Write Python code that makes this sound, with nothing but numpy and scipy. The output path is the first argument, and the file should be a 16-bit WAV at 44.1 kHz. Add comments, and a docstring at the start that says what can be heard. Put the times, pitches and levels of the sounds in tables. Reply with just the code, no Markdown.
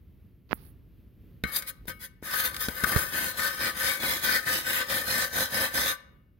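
"""A wooden-handled steel wire brush scrubs a weld on a metal tube held in a vice, in a small workshop.
First, over a low room rumble, a finger slips on a hand-held camera close by and loose wires whisper.
At about 1.4 s come a knock and a few light dabs, then quick strokes back and forth until about 6 s.
Thousands of wire tips catch and slip: the wires sizzle, the tube rings and the vice rumbles.
Early in the scrubbing the handle bumps the work at times, and the room echoes it all briefly."""
import sys
import numpy as np
from scipy import signal
from scipy.fft import rfft, irfft, next_fast_len
from scipy.io import wavfile
from scipy.ndimage import map_coordinates

SR = 44100
rng = np.random.default_rng(int(sys.argv[2]) if len(sys.argv) > 2 else 0)


def dump_mix(stems):
    """Bounce the given channels to the path in sys.argv[1] as a 16-bit WAV at rate SR."""
    frames = np.atleast_2d(stems).T  # one column per channel
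    limited = np.clip(frames, -1, 1)  # hard clip at full scale
    pcm = np.round(limited * 32767).astype(np.int16)
    wavfile.write(sys.argv[1], SR, pcm)


N = 282145

# The tube's ringing notes; a wider one dies sooner. A positive left_db means louder on the left.
# pitch_hz, width_hz, brushed_db, struck_db, left_db
TUBE_NOTES = [(489.5, 2.5, -20, -30.5, -3), (518.8, 22, -10, -28, 5.5), (567, 1.6, -15.5, -23, 2.5),
              (1016.7, 4.2, -13, -20.5, 19), (1166, 4.8, -9, -11.5, 8.5), (1254, 4.4, -6.5, -9.5, 4),
              (1498, 38, 1, 6.5, 19), (1543, 31, 2, 4, 8.5), (1739, 42, -1, -6, 5.5),
              (1788, 28, 1.5, -16.5, 10.5), (1890, 49, -6.5, 0.5, 4.5), (1971, 22, -7, -28.5, 15.5),
              (2100, 40, -11.5, 2, 17), (2211, 2.6, -14, -7, 12), (2455, 210, -11.5, 4.5, 0),
              (2859, 2.5, -19, -32.5, -3.5), (3056, 34, -13.5, -14, -9.5), (3167, 9.7, -13.5, -25.5, 6),
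              (3750, 210, -12, 8.5, 1), (4030, 14, -17.5, -10, 8), (4196, 14, -13, -24.5, 11.5),
              (5090, 110, -13, -28, -3.5)]
# The tone of the wires' fine, high sizzle: pitch_hz, level_db
SIZZLE_TONE = [(6500, -45), (7700, -26.5), (8500, -16.5), (9900, -2), (11300, -0.5), (12200, -3.5),
               (13000, 1.5), (14200, -2.5), (15700, -1), (18000, -12)]
# The tone of the wires' coarse, lower rasp: pitch_hz, level_db
RASP_TONE = [(350, -40.5), (650, -14), (900, -3), (1400, -3.5), (2100, 3.5), (2750, -4), (3700, 3.5),
             (4600, -2), (5150, 3), (5600, -6), (6300, -2.5), (7400, -11), (8500, -4), (12000, -35.5)]


def amp(db):
    """Turn decibels into a gain to multiply by."""
    return 10 ** (np.asarray(db) / 20)


def unit(x):
    """Scale to an average power of 1."""
    return x / np.sqrt(np.mean(np.abs(x) ** 2) + 1e-20)


def pan(left_db):
    """Left and right gains that place a sound without changing its power."""
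    return unit(amp([[left_db / 2], [-left_db / 2]]))


def along(points, hz):
    """Read between (pitch_hz, value) points, spacing the octaves evenly."""
    pitches, values = np.transpose(points)
    return np.interp(np.log(hz + 1), np.log(pitches), values)


def curves(rows):
    """One value per sample for each column after the time."""
    times, *columns = np.transpose(rows)
    return [np.interp(np.arange(N) / SR, times, column) for column in columns]


def wobble(rate):
    """A smooth curve through `rate` random values a second."""
    return map_coordinates(rng.standard_normal(int(N * rate / SR) + 4), [np.arange(N) * rate / SR])


def filtered(x, response):
    """Change the strength and phase of each frequency by response(hz)."""
    size = next_fast_len(N + SR)
    return irfft(rfft(x, size) * response(np.fft.rfftfreq(size, 1 / SR)), size)[..., :N]


def coloured(x, tone):
    """Give a sound a tone, listed as (pitch_hz, level_db) points."""
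    return filtered(x, lambda hz: unit(amp(along(tone, hz))))


def resonate(x, notes, damping_hz=0):
    """Make a sound ring at notes (pitch_hz, width_hz, level_db, left_db); damping widens them all."""
    def response(hz):
        total = 0
        for k, (pitch, width, db, left_db) in enumerate(notes):
            width += damping_hz
            peak = 1j * hz * np.sqrt(width) / (pitch ** 2 - hz ** 2 + 1j * hz * width)
            total += (-1) ** k * pan(left_db) * amp(db) * peak
        return unit(total)
    return filtered(x, response)


def pair(x, alike):
    """Blend two unrelated channels: 0 keeps them unrelated, 1 makes them the same."""
    turn = np.arccos(np.clip(alike, -1, 1)) / 2
    return np.cos(turn) * x[0] + np.sin(turn) * np.array([x[1], -x[1]])


def add(track, start_s, sound):
    """Mix a sound into a track."""
    part = track[:, round(start_s * SR):][:, :sound.shape[-1]]
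    part += sound[..., :part.shape[1]]


def swell(start_s, length_s, rise_s, fall_s):
    """The speed of one movement, 0 to 1: it picks up, holds and eases to a stop."""
    t = np.arange(N) / SR - start_s
    rise = np.sin(np.pi / 2 * np.clip(t / rise_s, 0, 1))
    return rise * np.clip((length_s - t) / fall_s, 0, 1) ** 1.5


def slips(per_s, spread_db):
    """Rubbing surfaces catch and let go: tiny clicks at random moments, with random force."""
    chance = np.clip(per_s / SR, 1e-3, 1)
    force = rng.choice([-1, 1], (2, N)) * amp(spread_db * rng.standard_normal((2, N)))
    return unit((rng.random((2, N)) < chance) * force / np.sqrt(chance))


def room_rumble():
    """A low, gently wavering rumble with faint hiss."""
    # The rumble's tone: pitch_hz, level_db
    tone = [(18, -47), (28, -20), (42, -0.5), (65, -1.5), (120, -8.5), (200, -13.5), (400, -24.5),
            (800, -43), (1500, -44), (2800, -44.5), (5000, -54.5), (8000, -65.5), (12500, -46.5),
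            (16000, -49.5)]
    # Its slow rise and fall: time_s, level_db
    loudness = [(0, -54), (1.5, -51), (6.3, -57)]
    noise = pair(rng.standard_normal((2, N)), alike=0.8)
    level_db, = curves(loudness)
    return coloured(noise, tone) * amp(level_db + 1.8 * wobble(7))


def workshop_echo(x):
    """The room answers with a smooth echo whose high notes die first."""
    # How long the echo takes to fall by 60 dB: pitch_hz, fade_s
    fade_times = [(100, 0.45), (600, 0.92), (2500, 0.53), (6000, 0.36), (14000, 0.24)]
    hz, t, spectrum = signal.stft(rng.standard_normal((2, SR * 3 // 4)), SR, nperseg=256)
    tail = signal.istft(spectrum * amp(-60 * t / along(fade_times, hz)[:, None]), SR, nperseg=256)[1]
    tail = np.pad(tail / np.linalg.norm(tail[0]), ((0, 0), (SR // 150, 0)))  # arrives a little late
    return signal.fftconvolve(x, tail, axes=1)[:, :N]


def finger_on_camera():
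    """A finger rubs near the right microphone and slips in dull ticks, each with a small low push."""
    # The sudden slips: start_s, level_db, pitch_hz
    taps = [(.496, -48, 1800), (0.5099, -28.5, 870), (.512, -22, 2400), (0.517, -29, 1300),
            (0.52, -21, 1600), (0.53, -6, 1510)]
    # The slides: start_s, length_s, rise_s, fall_s, level_db
    slides = [(.488, .056, .03, .022, -50.5), (.514, 0.024, 0.012, .008, -45), (.55, .18, .01, .08, -63.5)]
    # The tone of rubbing skin: pitch_hz, level_db
    skin_tone = [(60, -8.5), (150, 8), (600, -8), (2200, -7.5), (3200, -10.5), (4600, -9), (6500, -22),
                 (8000, -43), (14000, -19)]
    tick_tone = [(30, 4.0), (2200, -2.0), (4500, -5.5), (8000, -26.0), (16000, -34.0)]  # same columns
    ticks, t = np.zeros((2, N)), np.arange(SR // 10) / SR
    for start_s, db, hz in taps:
        tick = np.sin(2 * np.pi * hz * t) * np.exp(-t * hz / 0.5)
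        push = -.16 * np.sin(2 * np.pi * 210 * t) * amp(-60 * t / 0.015)
        add(ticks, start_s, amp(db) * pan(-20) * (tick + push))
    sliding = sum(amp(db) * swell(*timing) for *timing, db in slides)
    rub = pan(-12) * coloured(slips(2500, spread_db=6) * sliding, skin_tone)
    return rub + amp(-3) * coloured(ticks, tick_tone)


def loose_wires():
    """Loose wires whisper against each other as the brush is picked up or hovers."""
    # The brush's small moves: start_s, length_s, rise_s, fall_s, level_db, left_db
    moves = [(0.523, 0.065, 0.016, 0.05, -46.5, -13), (.55, 0.2, .125, 0.062, -59, -10),
             (1.89, .13, .02, .07, -58.5, 7)]
    stir = sum(pan(left_db) * amp(db) * swell(*timing) for *timing, db, left_db in moves)
    return coloured(slips(4000, spread_db=1.5) * stir, SIZZLE_TONE)


def handle_bumps():
    """Each bump thuds through the bench, rings the tube under the damping brush and shakes the wires."""
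    # The handle hits the work; the brush takes an extra 60 dB off the ring in damping_s.
    # start_s, thud_db, thud_hz, left_db, ring_db, centre_hz, damping_s, crash_db
    bumps = [(1.4379, -15.5, 188, -10, -26.5, 2710, 0.96, -36.5),
             (1.453, -24.5, 193, -9.5, -40, 1050, 0.2, -47), (1.6228, -60, 200, -2, -44.5, 1700, 0.8, -38),
             (1.855, -41.5, 388, -0.5, -73, 1195, 0.057, -61),
             (1.881, -28, 176, 14.5, -37.5, 2580, 3.5, -49), (2.226, -27.5, 281, 2.5, -51, 1500, 0.28, -60),
             (2.544, -58, 202, -7.5, -40, 2000, 0.065, -36),
             (2.5647, -63.5, 200, -0.5, -41.5, 2015, 0.11, -32),
             (2.685, -16.5, 226, 5.5, -32.5, 1400, 0.16, -30.5),
             (2.8372, -15.5, 202, 8, -27, 1400, 0.065, -25.5), (2.8426, -34, 250, 6, -20, 940, 0.12, -29),
             (2.9617, -7, 122, -14.5, -25.5, 1300, 0.054, -31),
             (2.971, -22, 75, -4.5, -36, 1300, 0.087, -32), (3.394, -28.5, 204, 0, -31, 1410, 0.067, -42)]
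    knocks, crash, t = np.zeros((2, N)), np.zeros((2, N)), np.arange(SR // 2) / SR
    for start_s, thud_db, thud_hz, left_db, ring_db, centre_hz, damping_s, crash_db in bumps:
        ring = 0
        for hz, width, _, struck_db, note_left_db in TUBE_NOTES:
            # the place and hardness of the hit favour the notes near centre_hz
            gain = pan(note_left_db) * amp(struck_db - 7.9 * np.log2(hz / centre_hz) ** 2)
            cycles = hz * t + rng.random() + 0.24 * rng.random((2, 1))
            ring += gain * np.exp(-np.pi * width * t) * np.sin(2 * np.pi * cycles)
        ring *= amp(-60 * t / damping_s) * (1 - np.exp(-t / .0006))
        add(knocks, start_s, amp(ring_db) * ring / ring[:, :SR // 100].std())
        thud = np.sin(2 * np.pi * thud_hz * t) * np.exp(-t * thud_hz / 0.5)
        boom = 0.21 * np.sin(2 * np.pi * 72 * t) * amp(-60 * t / 0.1)
        clack = 0.18 * np.sin(2 * np.pi * 430 * t) * amp(-60 * t / 0.034)
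        add(knocks, start_s, amp(thud_db) * pan(left_db) * (thud + boom + clack))
        add(crash, start_s, amp(crash_db) * rng.standard_normal((2, len(t))) * amp(-60 * t / 0.035))
    return knocks + coloured(crash, SIZZLE_TONE) + amp(0.5) * coloured(crash, RASP_TONE)


def brush_effort():
    """How hard the brush drives the wires, tube and vice; overlapping contacts add their power."""
    # Dabs and strokes. ring_db and vice_db are added to wire_db; the ring changes by growth_db.
    # start_s, length_s, rise_s, fall_s, wire_db, ring_db, growth_db, vice_db
    strokes = [(1.453, 0.25, 0.04, 0.09, -49, 1.5, -11, -7.5),
               (1.512, 0.1, 0.094, 0.037, -29.5, -14, 0, -31.5),
               (1.661, 0.062, 0.034, 0.036, -36.5, -9, 15, -26.5),
               (1.87, 0.067, 0.02, 0.038, -39, -1.0, 10, -10.5),
               (1.991, 0.093, 0.061, 0.033, -40.5, -8, -0.5, -22.5),
               (2.227, 0.3, 0.217, 0.069, -32, -1, -7, -20.5),
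               (2.586, 0.11, 0.081, 0.075, -28.5, -6, -11, -23.5),
               (2.68, 0.053, 0.014, 0.0086, -46, 0, 2, -1.5),
               (2.744, 0.14, 0.043, 0.035, -42, 3.1, -5.5, -10),
               (2.855, 0.31, 0.019, 0.16, -33.5, -0.1, -5.5, -9),
               (3.112, 0.24, 0.043, 0.085, -33, 0, -4.5, -9.5),
               (3.364, 0.24, 0.049, 0.13, -34, 1.6, -3, -12),
               (3.57, 0.16, 0.078, 0.038, -34, 3.5, -2.5, -7),
               (3.746, 0.26, 0.119, 0.1, -30.5, 0.7, -5, -15.5),
               (3.989, 0.25, 0.071, 0.098, -31.5, -2.5, -4.5, -9.5),
               (4.21, 0.22, 0.072, 0.064, -30.5, 1.6, -0.5, -9.5),
               (4.445, 0.21, 0.058, 0.072, -32.5, -3, -14.5, -9),
               (4.633, 0.23, 0.073, 0.045, -34, 1.5, 4.5, -10.5),
               (4.88, 0.19, 0.046, 0.073, -32, -1.4, -5, -7),
               (5.037, 0.27, 0.1, 0.071, -32.5, -1.2, -3, -7.5),
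               (5.318, 0.18, 0.095, 0.093, -29.5, 0.3, 4, -4.5),
               (5.493, 0.22, 0.11, 0.069, -32, 1.7, -4, -3.2),
               (5.726, 0.24, 0.052, 0.063, -31.5, -1.5, 7, -8)]
    # Tufts snag on the weld and spring free: start_s, wire_db, ring_db
    snags = [(1.56, -28, -48), (1.679, -36.5, -52), (2.011, -48.5, -55), (2.335, -30, -31.5),
             (2.395, -27.5, -47), (2.45, -28.5, -41), (2.915, -31, -27), (3.136, -33.5, -34),
             (3.372, -38.5, -44), (3.388, -38, -37.5), (3.604, -38.5, -30.5), (3.828, -32.5, -31),
             (4.028, -43, -27), (4.243, -33.5, -34), (4.462, -37.5, -28), (4.676, -35.5, -31),
             (4.8, -46, -32), (4.898, -38.5, -28), (5.078, -39, -33), (5.349, -40, -29),
             (5.744, -35, -33.5), (5.769, -34, -26)]
    bite_db = 6  # the vice shakes this much more at the start of a stroke than at its end
    # between strokes the wires stay on the work and creak as they flip over
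    resting = swell(start_s=2.22, length_s=3.74, rise_s=.03, fall_s=.04)
    power = (amp([[-47.5], [-45.5], [-53]]) * resting) ** 2  # wires, tube, vice
    for start_s, length_s, rise_s, fall_s, wire_db, ring_db, growth_db, vice_db in strokes:
        speed = swell(start_s, length_s, rise_s, fall_s)
        moving = np.flatnonzero(speed)
        travel = (moving / SR - start_s) / length_s - .5  # 0 halfway through the stroke
        extra_db = np.array([np.zeros(len(moving)), ring_db + growth_db * travel,
                             vice_db - bite_db * travel])
        power[:, moving] += (amp(wire_db + extra_db) * speed[moving]) ** 2
    jerk = swell(0, length_s=.037, rise_s=.004, fall_s=.034)[:SR // 10]
    for start_s, wire_db, ring_db in snags:
        add(power, start_s, (amp([[wire_db], [ring_db], [ring_db - 7]]) * jerk) ** 2)
    return np.sqrt(power)


def bending(x, depth_db, width_hz, per_s):
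    """Many small peaks in the tone come and go as the tufts bend and move."""
    hz, t, spectrum = signal.stft(x, SR, nperseg=1536)
    grid = np.meshgrid(hz / width_hz, t * per_s, indexing="ij")
    shared, left, right = (map_coordinates(rng.standard_normal((512, 256)), grid, order=1, mode="mirror")
                           for _ in range(3))
    gain = unit(amp(depth_db * unit(shared + np.array([left, right]))))
    return signal.istft(spectrum * gain, SR, nperseg=1536)[1][:, :N]


def scattered(x, turn_rad, width_hz):
    """Sound takes its own paths around handle and vice to each microphone, which shifts its phase."""
    shifts = rng.standard_normal(256)
    phase = lambda hz: turn_rad * map_coordinates(shifts, [hz / width_hz], order=1, mode="mirror")
    return filtered(x, lambda hz: np.exp(1j * np.outer([1, -1], phase(hz))))


def vice_rumble(slips_per_s, force):
    """The heavy vice rumbles, and drones lower or higher with the brush's place on the tube."""
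    # The vice's tone: pitch_hz, level_db
    tone = [(20, -46), (35, -15.5), (60, 4), (110, 1.5), (240, 2.5), (390, -9.5), (535, -1.5), (700, -2.5),
            (950, -3.5), (1600, -38.5)]
    # The strength of the two drones: time_s, low_db, high_db
    drone_levels = [(2.2, -6, -19), (3.5, -5.5, -15.5), (4.3, -4.5, -15), (4.9, -10, -5.5), (5.4, -20, -1),
                    (5.9, -17, -3)]
    low_db, high_db = curves(drone_levels)
    shake = pair(slips(slips_per_s / 4, spread_db=3), alike=0.79) * force
    low = resonate(shake * amp(low_db), [(337, 94, 0, -2)])
    high = resonate(shake * amp(high_db), [(525, 43.5, 0, 5)])
    return amp(-1.5) * coloured(shake, tone) + amp(-4) * (low + high)


def tube_ring(slips_per_s, force):
    """The brush both rings and damps the tube; a little free ringing outlasts each stroke."""
    drive = pair(slips(slips_per_s, spread_db=3), alike=0.37) * force
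    notes = [(hz, width, db, left_db) for hz, width, db, _, left_db in TUBE_NOTES]
    pressed = bending(resonate(drive, notes, damping_hz=12), depth_db=2.7, width_hz=150, per_s=7)
    free = resonate(drive, notes)
    return amp(-1.2) * pressed + amp(-11) * free


def wire_sizzle(slips_per_s, force):
    """Wire tips slip over the weld with a fine sizzle, a whistle and a coarse rasp."""
    # How the brush sits on the work: time_s, rasp_db, sizzle_left_db
    seating = [(1.55, -8.5, 11), (1.9, -9.5, 3.5), (2.4, -6, 9.5), (2.9, -8, 9.5), (3.4, -3.5, 5),
               (3.9, -4.5, 4.5), (4.3, -3, 3), (4.8, -2, 0.5), (5.15, -3.5, -1), (5.5, -2.5, -6.5),
               (5.9, -4, -6.5)]
    # The wires' strongest notes: pitch_hz, width_hz, level_db, left_db
    wire_notes = [(6376, 25, -3.5, 0.5), (7050, 40, -11.5, 2), (8010, 45, -9.5, 4), (8950, 42, -3, 1.5),
                  (9790, 130, 3.5, 0.5), (11000, 100, -18.5, -15), (13216, 25, 0, 12.5),
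                  (13660, 150, 4.5, 10)]
    rasp_db, left_db = curves(seating)

    def tips():
        clicks = pair(slips(slips_per_s, spread_db=2), alike=0.55)
        return scattered(clicks, turn_rad=1.59, width_hz=700) * force

    sizzle = bending(coloured(tips(), SIZZLE_TONE), depth_db=3.5, width_hz=150, per_s=16)
    sizzle *= amp(-2.14 + np.array([left_db, -left_db]) / 2)
    whistle = amp(-4) * resonate(tips(), wire_notes)
    flutter = amp(1.13 * wobble(32))  # rows of tufts cross the weld
    rasp = bending(coloured(tips() * amp(rasp_db), RASP_TONE), depth_db=5.5, width_hz=70, per_s=9)
    return flutter * (sizzle + whistle) + amp(3.5) * rasp


def scrubbing():
    """Faster strokes give more and stronger slips, which drive the wires, tube and vice."""
    on_wires, on_tube, on_vice = brush_effort()
    slips_per_s = 1500 + 12000 * np.sqrt(on_wires / amp(-30))
    # whole tufts catch and spring free together
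    catch = amp(0.44 * wobble(30) + 0.61 * wobble(90) + 1.5 * wobble(350))
    wires = wire_sizzle(slips_per_s, on_wires * catch)
    tube = tube_ring(slips_per_s, on_tube * catch)
    vice = vice_rumble(slips_per_s, on_vice * catch)
    return wires + tube + amp(-1.5) * vice


def scene():
    """Brush and bumps in the room; the finger is so near that it has almost no echo."""
    work = scrubbing() + handle_bumps() + loose_wires()
    finger = finger_on_camera()
    echo = amp(-20) * workshop_echo(work + amp(-17) * finger)
    return work + finger + echo + room_rumble()


def record(dry):
    """The microphones lose the deepest bass and the very highest treble."""
    low_cut_hz, top_hz = 25, 15950
    bass = lambda hz: (1j * hz / (1j * hz + 30)) ** 2 * hz ** 4 / (hz ** 4 + low_cut_hz ** 4)
    treble = lambda hz: np.clip((top_hz - hz) / 300 + .5, 0, 1) ** 2
    return filtered(dry, lambda hz: bass(hz) * treble(hz))


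dry = scene()
out = record(dry)
dump_mix(out)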